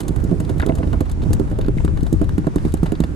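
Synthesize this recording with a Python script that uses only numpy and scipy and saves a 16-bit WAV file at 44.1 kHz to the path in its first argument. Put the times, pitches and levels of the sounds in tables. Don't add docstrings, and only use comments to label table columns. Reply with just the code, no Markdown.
import sys
import numpy as np
from scipy import signal
from scipy.fft import rfft, irfft
from scipy.io import wavfile
from scipy.ndimage import uniform_filter1d

SR = 44100
rng = np.random.default_rng(int(sys.argv[2]) if len(sys.argv) > 2 else 0)


def dump_mix(stems):
    frames = np.atleast_2d(stems).T
    limited = np.clip(frames, -1, 1)
    pcm = np.round(limited * 32767).astype(np.int16)
    wavfile.write(sys.argv[1], SR, pcm)


def attenuation_scalar(level_db):
    decades = np.asarray(level_db, float) / 20
    return 10 ** decades


N = 138915


def curve(table, x, col=1):
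    table = np.array(table, float)
    return np.interp(x, table[:, 0], table[:, col])


def band(x, hz, width_hz):
    return signal.lfilter(*signal.iirpeak(min(hz, .45 * SR), hz / width_hz, fs=SR), x)


def walk(rate_hz):
    hold = int(SR / rate_hz)
    steps = np.repeat(rng.standard_normal(N // hold + 1), hold)
    return 0.69 * uniform_filter1d(uniform_filter1d(steps, hold), hold)[:N]


def fade(t, t60_s):
    return np.exp(-np.log(1000) * t / t60_s)


def add(out, start_s, x):
    i = int(start_s * SR)
    out[i:i + len(x)] += x[:N - i]


# peak_s, peak_db (before the ports), tilt_db_per_octave,
# loss_db (one octave off the middle modes), bounce_db (against the blow), left_minus_right_db (near 280 Hz)
TAIL_BLOWS = [(0.0956, -9.5, -3, 1, -1, -8), (0.166, -21.5, 9, 1, -15, -6),
              (0.2385, -11, -0.5, -0.5, 1, -10.5), (0.3179, -4.5, 3, -0.5, -0.5, -11),
              (0.347, -14, -5, 6, -5, -8), (0.405, -10.5, 5, 0, -8, -10.5),
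              (0.5015, -11.5, 14.5, 7.5, -14, -11.5), (0.5633, -14, 1, 0, -5.5, -10),
              (0.6332, -12, 20, -0.5, -23, -8), (0.6645, -9.5, 9.5, 3, 0.5, -10),
              (0.6964, -5, 10.5, 1, -7, -11), (0.7285, -12, -3, -9, 0, -6), (0.793, -15.5, 7, 3, 3.5, -9),
              (0.8382, -11.5, 6, 3, -9, -9), (0.8759, -12, 0, -1, -18, -15),
              (0.9329, -14, 11.5, 3.5, 2.5, -6), (1.0112, -6, 11, 8, -9.5, -12),
              (1.2334, -12.5, -1, -2, -9.5, -10), (1.2632, -10, 5, -1, -17, -11),
              (1.3092, -9, 9, 7, -8, -11.5), (1.4001, -5, 15.5, 13, -7.5, -12),
              (1.5176, -13, 5, -1, -4, -6.5), (1.5898, -13, 13.5, 4, -8.5, -11.5),
              (1.651, -19.5, 0, 3, 2, -5), (1.6855, -4.5, 17, 12.5, -18, -10.5),
              (1.7714, -8, -13, 5.5, -20, -7), (1.8491, -5.5, -5, 9.5, -20, -10.5),
              (1.8807, -16.5, 5, -1.5, -3, -1), (1.9394, -16, -17, -2, -6, 7),
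              (1.994, -25.5, -11, -1, -9, 24), (2.0315, -7.5, -0.5, 3, -9, -8),
              (2.0686, -20, 3, -4, -12, 11), (2.129, -2.5, -6, 10.5, -5.5, -9),
              (2.2164, -3.5, 7, 3.5, -8.5, -10), (2.261, -17, -19, 12.5, -2, 5),
              (2.3256, -24, -12, 1, 6, 11), (2.384, -4, -5, 5, -7.5, -11), (2.4719, -2, 6.5, -3, -19, -9),
              (2.5622, -2.5, -1.5, 14, -6.5, -10), (2.6539, -6, -3, 20, -5, -11.5),
              (2.7424, -4.5, -0.5, 4, -26, -11), (2.8332, -2, -4, 13, -15, -9.5),
              (2.9244, -5, 4.5, 3.5, -12, -10), (3.0053, -2, -11.5, 3.5, -10, -10),
              (3.047, -14, 0.5, 3, -22, -9), (3.102, -18.5, 0.5, -1, -13, -1)]
# pitch_hz (nominal, varied a little per blow), level_db (relative), t60_s
HULL_MODES = [(170.4, 3, 0.051), (228.4, -0.5, 0.037), (298.5, -2, 0.053), (392.4, -7, 0.045),
              (505.3, -10.5, 0.046), (647, -9.5, 0.046), (759, -11.5, 0.024), (1000, -10, 0.021),
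              (1375, -11.5, 0.016)]


def thuds():
    PUSH_S, SWELL_S = 0.0004, 0.00055
    BOUNCE_S = 0.01247
    out, t = np.zeros((2, N)), np.arange(6000) / SR
    hz, mode_db, t60_s = np.array(HULL_MODES).T[:, :, None]
    octaves = np.log2(hz / 290)
    u = np.arange(-100, 100) / (PUSH_S * SR)
    push = u * np.exp(-np.abs(u))
    swell = 1 - np.exp(-t / SWELL_S)
    for peak_s, peak_db, tilt_db, loss_db, bounce_db, pan_db in TAIL_BLOWS:
        level_chance, pitch_chance = rng.standard_normal((2, len(HULL_MODES), 1))
        blow_db = tilt_db * octaves - loss_db * np.minimum(octaves ** 2, 1.5)
        gain = attenuation_scalar(mode_db + 2.0 * level_chance + blow_db)
        tones = np.sin(2 * np.pi * hz * (1 + .03 * pitch_chance) * t)
        ring = swell * np.sum(gain * fade(t, t60_s) * tones, axis=0)
        ring = np.convolve(ring, push)
        ring = attenuation_scalar(peak_db) * ring / ring.max()
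        start_s = peak_s - ring[:400].argmax() / SR
        bounce_s = start_s + BOUNCE_S * (1 + 0.069 * rng.standard_normal())
        lean_db = (pan_db - curve(PORT_DB, 280)) / 2
        for side, side_db in zip(out, (lean_db, -lean_db)):
            add(side, start_s, attenuation_scalar(side_db) * ring)
            add(side, bounce_s, attenuation_scalar(side_db + bounce_db) * ring)
    return out


# start_s, level_db (relative), pitch_hz
BODY_FLOPS = [(0.075, -27, 60.6), (0.202, -11, 64.5), (0.386, -13, 57), (0.513, -9, 81), (0.591, -5.5, 76),
              (0.683, -9, 93), (0.78, -5.5, 71.6), (0.863, -5.5, 61.6), (0.963, -7.5, 74), (1.118, -10, 62),
              (1.304, -11.5, 92), (1.51, -25, 79.4), (1.609, -9.5, 70), (1.837, -17, 74.7),
              (1.923, -23, 67.3), (2.123, -8.5, 89.7), (2.325, -9, 73.7), (2.46, -26, 90), (2.568, -21, 78),
              (2.824, -26.5, 64.5), (2.989, -18, 72.7)]


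def booms():
    T60_S, RISE_S, BOOM_DB = 0.1, 0.015, 7.5
    out, t = np.zeros(N), np.arange(12000) / SR
    swell = (1 - np.exp(-t / RISE_S)) * fade(t, T60_S)
    for start_s, level_db, pitch_hz in BODY_FLOPS:
        add(out, start_s, attenuation_scalar(level_db + BOOM_DB) * swell * np.sin(2 * np.pi * pitch_hz * t))
    return out


# start_s, level_db (relative), low_db (two lowest bands), top_db (two highest bands),
# t60_s (at least 0.005 is played)
WET_SLAPS = [(0.0024, -22.5, -3, -7.5, 0.05), (0.031, -33, -8, -12, 0.031),
             (0.0801, -23, -3.5, -3.5, 0.034), (0.1602, -30.5, 5.5, -5.5, 0.034), (0.2, -38, 5, -10, 0.032),
             (0.2392, -33.5, -11.5, -4, 0.035), (0.31, -36, 3, -10, 0.038), (0.3996, -30, 6.5, -3, 0.039),
             (0.4484, -26, -14, -16, 0.02), (0.4924, -29, 4, -10, 0.051), (0.579, -33, -12, -7, 0.041),
             (0.597, -27.5, 12, -9, 0.025), (0.6169, -18, -3, -11, 0.0099), (0.625, -33, 12, -24, 0.031),
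             (0.662, -21.5, -7, -4, 0.022), (0.686, -27, 1.5, -19, 0.043), (0.72, -41, 21, -13, 0.015),
             (0.7515, -29, -1, -3.5, 0.037), (0.7818, -31.5, 2.5, -11, 0.044),
             (0.828, -42.5, 19, -19, 0.053), (0.8712, -37.5, 7.5, -7.5, 0.028),
             (0.928, -31, 5.5, -11, 0.045), (1.005, -24.5, 6, -6, 0.032), (1.055, -36.5, 6, -10, 0.024),
             (1.0946, -29, 1.5, -7, 0.026), (1.113, -29, -8, -9, 0.039), (1.2174, -28, -2.5, -21, 0.075),
             (1.2355, -30.5, -3, -16.5, 0.021), (1.304, -45, 14, -1, 0.033), (1.3304, -16, -4, -2, 0.027),
             (1.348, -35, -13, -8, 0.026), (1.396, -23, 0, -8.5, 0.019), (1.499, -37.5, -13, -10, 0.027),
             (1.512, -38, 8, -5.5, 0.032), (1.5863, -29.5, 4.5, -5, 0.024), (1.6107, -24, -6, -17.5, 0.028),
             (1.645, -32, 9.5, -23, 0.021), (1.662, -30, 1, -14, 0.017), (1.6821, -29, 9, -10, 0.017),
             (1.7732, -32, -1, -17, 0.042), (1.847, -28.5, 4.5, -4.5, 0.034),
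             (1.8774, -29.5, 5, -22, 0.027), (1.971, -30, 8.5, -16, 0.032), (2.006, -29, -4, -14, 0.027),
             (2.0306, -34, -5, -3, 0.028), (2.0637, -28, 2.5, -13.5, 0.037), (2.126, -28, 2, 0, 0.03),
             (2.2132, -37.5, 14.5, -1, 0.033), (2.241, -35.5, 3, -11, 0.037), (2.292, -34, 13.5, -4, 0.015),
             (2.379, -31.5, 11.5, 0.5, 0.027), (2.4674, -29, 2, -10, 0.028), (2.5575, -24, 0.5, -4, 0.026),
             (2.581, -28, 2.5, -21, 0.035), (2.6497, -34.5, 8, -7.5, 0.043), (2.6778, -37.5, 2, -11, 0.038),
             (2.721, -26, -17, -11, 0.021), (2.7387, -27.5, 5, 1.5, 0.022), (2.77, -31.5, -9, -16, 0.04),
             (2.829, -31.5, 7, -3.5, 0.052), (2.8593, -29, 4.5, -24, 0.043), (2.919, -23, 2.5, -7, 0.023),
             (2.951, -25, -5, -38, 0.033), (3.0023, -17.5, -2, -8, 0.022), (3.037, -20, 1.5, -15.5, 0.026)]
# centre_hz, width_hz (before the filters are cascaded), level_db (relative)
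WET_BANDS = [(794, 670, -5.5), (1630, 1100, -16), (3710, 1620, -15), (7810, 6200, -5), (12000, 18000, -21)]


def slap_shape(t, t60_s):
    RISE_S = 0.0018
    hold_s = 0.0032 * t60_s / 0.033
    return np.minimum(t / RISE_S, 1) * fade((t - hold_s).clip(0), max(t60_s, .005))


def slaps():
    FLICKS_PER_S, FLICK_T60_S = 45, 0.051
    FLICK_DB, FLICK_SPREAD_DB = -58, 2.5
    env, t = np.zeros((5, N)), np.arange(5000) / SR
    for start_s, level_db, low_db, top_db, t60_s in WET_SLAPS:
        shape = slap_shape(t, t60_s)
        for band_env, part_db in zip(env, (low_db, low_db, 0, top_db, top_db)):
            add(band_env, start_s, attenuation_scalar(level_db + part_db) * shape)

    flick_shape = slap_shape(t, FLICK_T60_S)
    for when, luck, *tints in rng.random((int(FLICKS_PER_S * N / SR), 7)):
        flick_db = FLICK_DB - FLICK_SPREAD_DB * np.log(luck)
        for band_env, tint, part_db in zip(env, tints, (12.5, 12.5, 0, -10, -10)):
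            add(band_env, when * N / SR, attenuation_scalar(flick_db + part_db + 11 * (tint - .5)) * flick_shape)

    spit = rng.standard_normal((5, N)) * attenuation_scalar(7.2 * rng.standard_normal((5, N)))
    out = np.zeros(N)
    for noise, band_env, (hz, width_hz, level_db) in zip(spit, env, WET_BANDS):
        part = band(band(noise, hz, width_hz), hz, 1.2 * width_hz)
        out += attenuation_scalar(level_db) * band_env * part / part.std()
    return out


# start_s, peak_db (before the ports), pitch_hz, width_hz (of each of two filters),
# t60_s (of the noise that drives them)
TACKLE_TAPS = [(.599, -18.5, 1860, 1190, 0.024), (.6035, -15.5, 1690, 890, 0.023),
               (0.6225, -16.5, 1700, 880, 0.039), (.629, -20, 750, 495, .03),
               (.6385, -30, 2050, 400, 0.018), (0.644, -33, 1840, 400, 0.018),
               (.693, -22.5, 2050, 500, 0.028), (.829, -30, 1850, 680, 0.039),
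               (0.669, -28, 1200, 400, .035), (.721, -28, 1000, 700, 0.027), (.931, -22, 1000, 600, 0.057),
               (2.56, -23, 940, 400, .035), (2.741, -22, 900, 497, .03), (1.725, -46, 1880, 400, .015),
               (1.783, -21, 2080, 450, 0.0092), (1.877, -26.5, 1350, 600, 0.026),
               (2.467, -27, 1530, 400, 0.016), (2.866, -29, 810, 300, 0.04)]


def taps():
    RISE_S = 0.0012
    out, t = np.zeros(N), np.arange(3000) / SR
    for start_s, peak_db, hz, width_hz, t60_s in TACKLE_TAPS:
        tick = rng.standard_normal(3000) * np.minimum(t / RISE_S, 1) * fade(t, t60_s)
        ring = band(band(tick, hz, width_hz), hz, width_hz)
        add(out, start_s, attenuation_scalar(peak_db) * ring / np.abs(ring).max())
    return out


# freq_hz, left_minus_right_db
PORT_DB = [(60, -1), (200, -5), (400, -13), (700, -6), (1000, -1), (1500, 0), (2200, 7), (3000, 0),
           (4000, 0), (7000, -6), (10000, -2), (12000, -1)]
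# freq_hz, left_lead_rad
PORT_PHASE = [(0, 0), (400, .3), (700, 1.8), (2200, 2.1), (3000, 0), (5000, 0), (8000, 1.1), (10000, .3),
              (12000, 0)]


def ports(x):
    SCATTER_DB, SCATTER_T60_S = -4.5, 0.011
    hz = np.fft.rfftfreq(N, 1 / SR)
    tint = attenuation_scalar(curve(PORT_DB, hz) / 2) * np.exp(.5j * curve(PORT_PHASE, hz))
    pair = irfft(rfft(x) * np.array([tint, 1 / tint]), N)
    tail = rng.standard_normal((2, 3000)) * fade(np.arange(3000) / SR, SCATTER_T60_S)
    tail = tail / np.sqrt(np.sum(tail ** 2, axis=1, keepdims=True))
    tail = signal.lfilter(*signal.butter(2, 3000, "high", fs=SR), tail)
    return pair + attenuation_scalar(SCATTER_DB) * signal.fftconvolve(pair, tail, axes=1)[:, :N]


# (per Hz, relative)
WIND_SPECTRUM = [(12, -34), (20, -5), (76, -2.5), (170, -11), (225, -16.5), (289, -11.5), (477, -28.5),
                 (766, -34.5), (931, -36.5), (2910, -59.5), (9380, -62), (12700, -83), (15500, -100)]
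# time_s, rumble_db (relative), low_mids_db (relative), left_minus_right_db (of the rumble)
GUSTS = [(0.0, -29, -31, -3), (0.19, -24.5, -32.5, -11), (0.23, -24, -35.5, -3.5), (0.75, -26, -29, -8.5),
         (1.1, -25, -37, -4), (1.21, -20, -33.5, 4), (1.25, -23.5, -32.5, -8), (1.32, -19, -29.5, 10),
         (1.43, -22, -33.5, 0.5), (2.17, -24, -36.5, 9), (3.07, -27.5, -38, -3.5), (3.15, -30.5, -35, -2)]
# freq_hz, likeness (-1 opposite to 1 alike)
PORT_LIKENESS = [(60, 0.42), (130, 0.46), (290, 0.6), (640, -0.18), (1410, -0.31), (3100, 0.37),
                 (6820, 0.04), (15000, 0.17)]


def wind():
    RUMBLE_DB, MIDS_DB, HISS_DB = -1, 4, -21.5
    out, t = np.zeros((2, N)), np.arange(N) / SR
    lumps = walk(24)
    rumble_db, mids_db, rumble_pan_db = (curve(GUSTS, t, col) for col in (1, 2, 3))
    log_spectrum = [(np.log(f), db) for f, db in WIND_SPECTRUM]
    for hz in 22 * 2 ** (np.arange(29) / 3):
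        mid, side = (band(band(rng.standard_normal(N), hz, hz / 3), hz, hz / 2) for _ in range(2))
        like = np.clip(curve(PORT_LIKENESS, hz), -.95, .95)
        pair = np.sqrt(1 + like) * mid + np.sqrt(1 - like) * side * np.array([[1], [-1]])

        bass = np.clip(np.log2(220 / hz), 0, 1)
        treble = np.clip(np.log2(hz / 700), 0, 1)
        level_db = bass * (RUMBLE_DB + rumble_db) + treble * HISS_DB
        level_db = level_db + (1 - bass - treble) * (MIDS_DB + mids_db)
        flutter_db = 3.7 * walk(12) + np.interp(hz, [60, 200, 3000], [.5, 3., 1.5]) * lumps
        db = curve(log_spectrum, np.log(hz)) + level_db + flutter_db
        pan_db = (1 - bass) * curve(PORT_DB, hz) + bass * rumble_pan_db
        pan = attenuation_scalar(pan_db * np.array([[.5], [-.5]]))
        out += attenuation_scalar(db) * pan * pair * 30
    return out


def scene():
    return ports(thuds() + booms() + slaps() + taps()) + wind()


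def roll_off(x):
    return signal.sosfilt(signal.butter(12, 15630, fs=SR, output="sos"), x)


def record(dry):
    rounded = np.tanh(0.51 * dry) / 0.68
    top_cut = signal.cheby2(10, 50, 15700, fs=SR, output="sos")
    mix = signal.sosfilt(top_cut, rounded)
    return roll_off(mix)


dry = scene()
out = record(dry)
dump_mix(out)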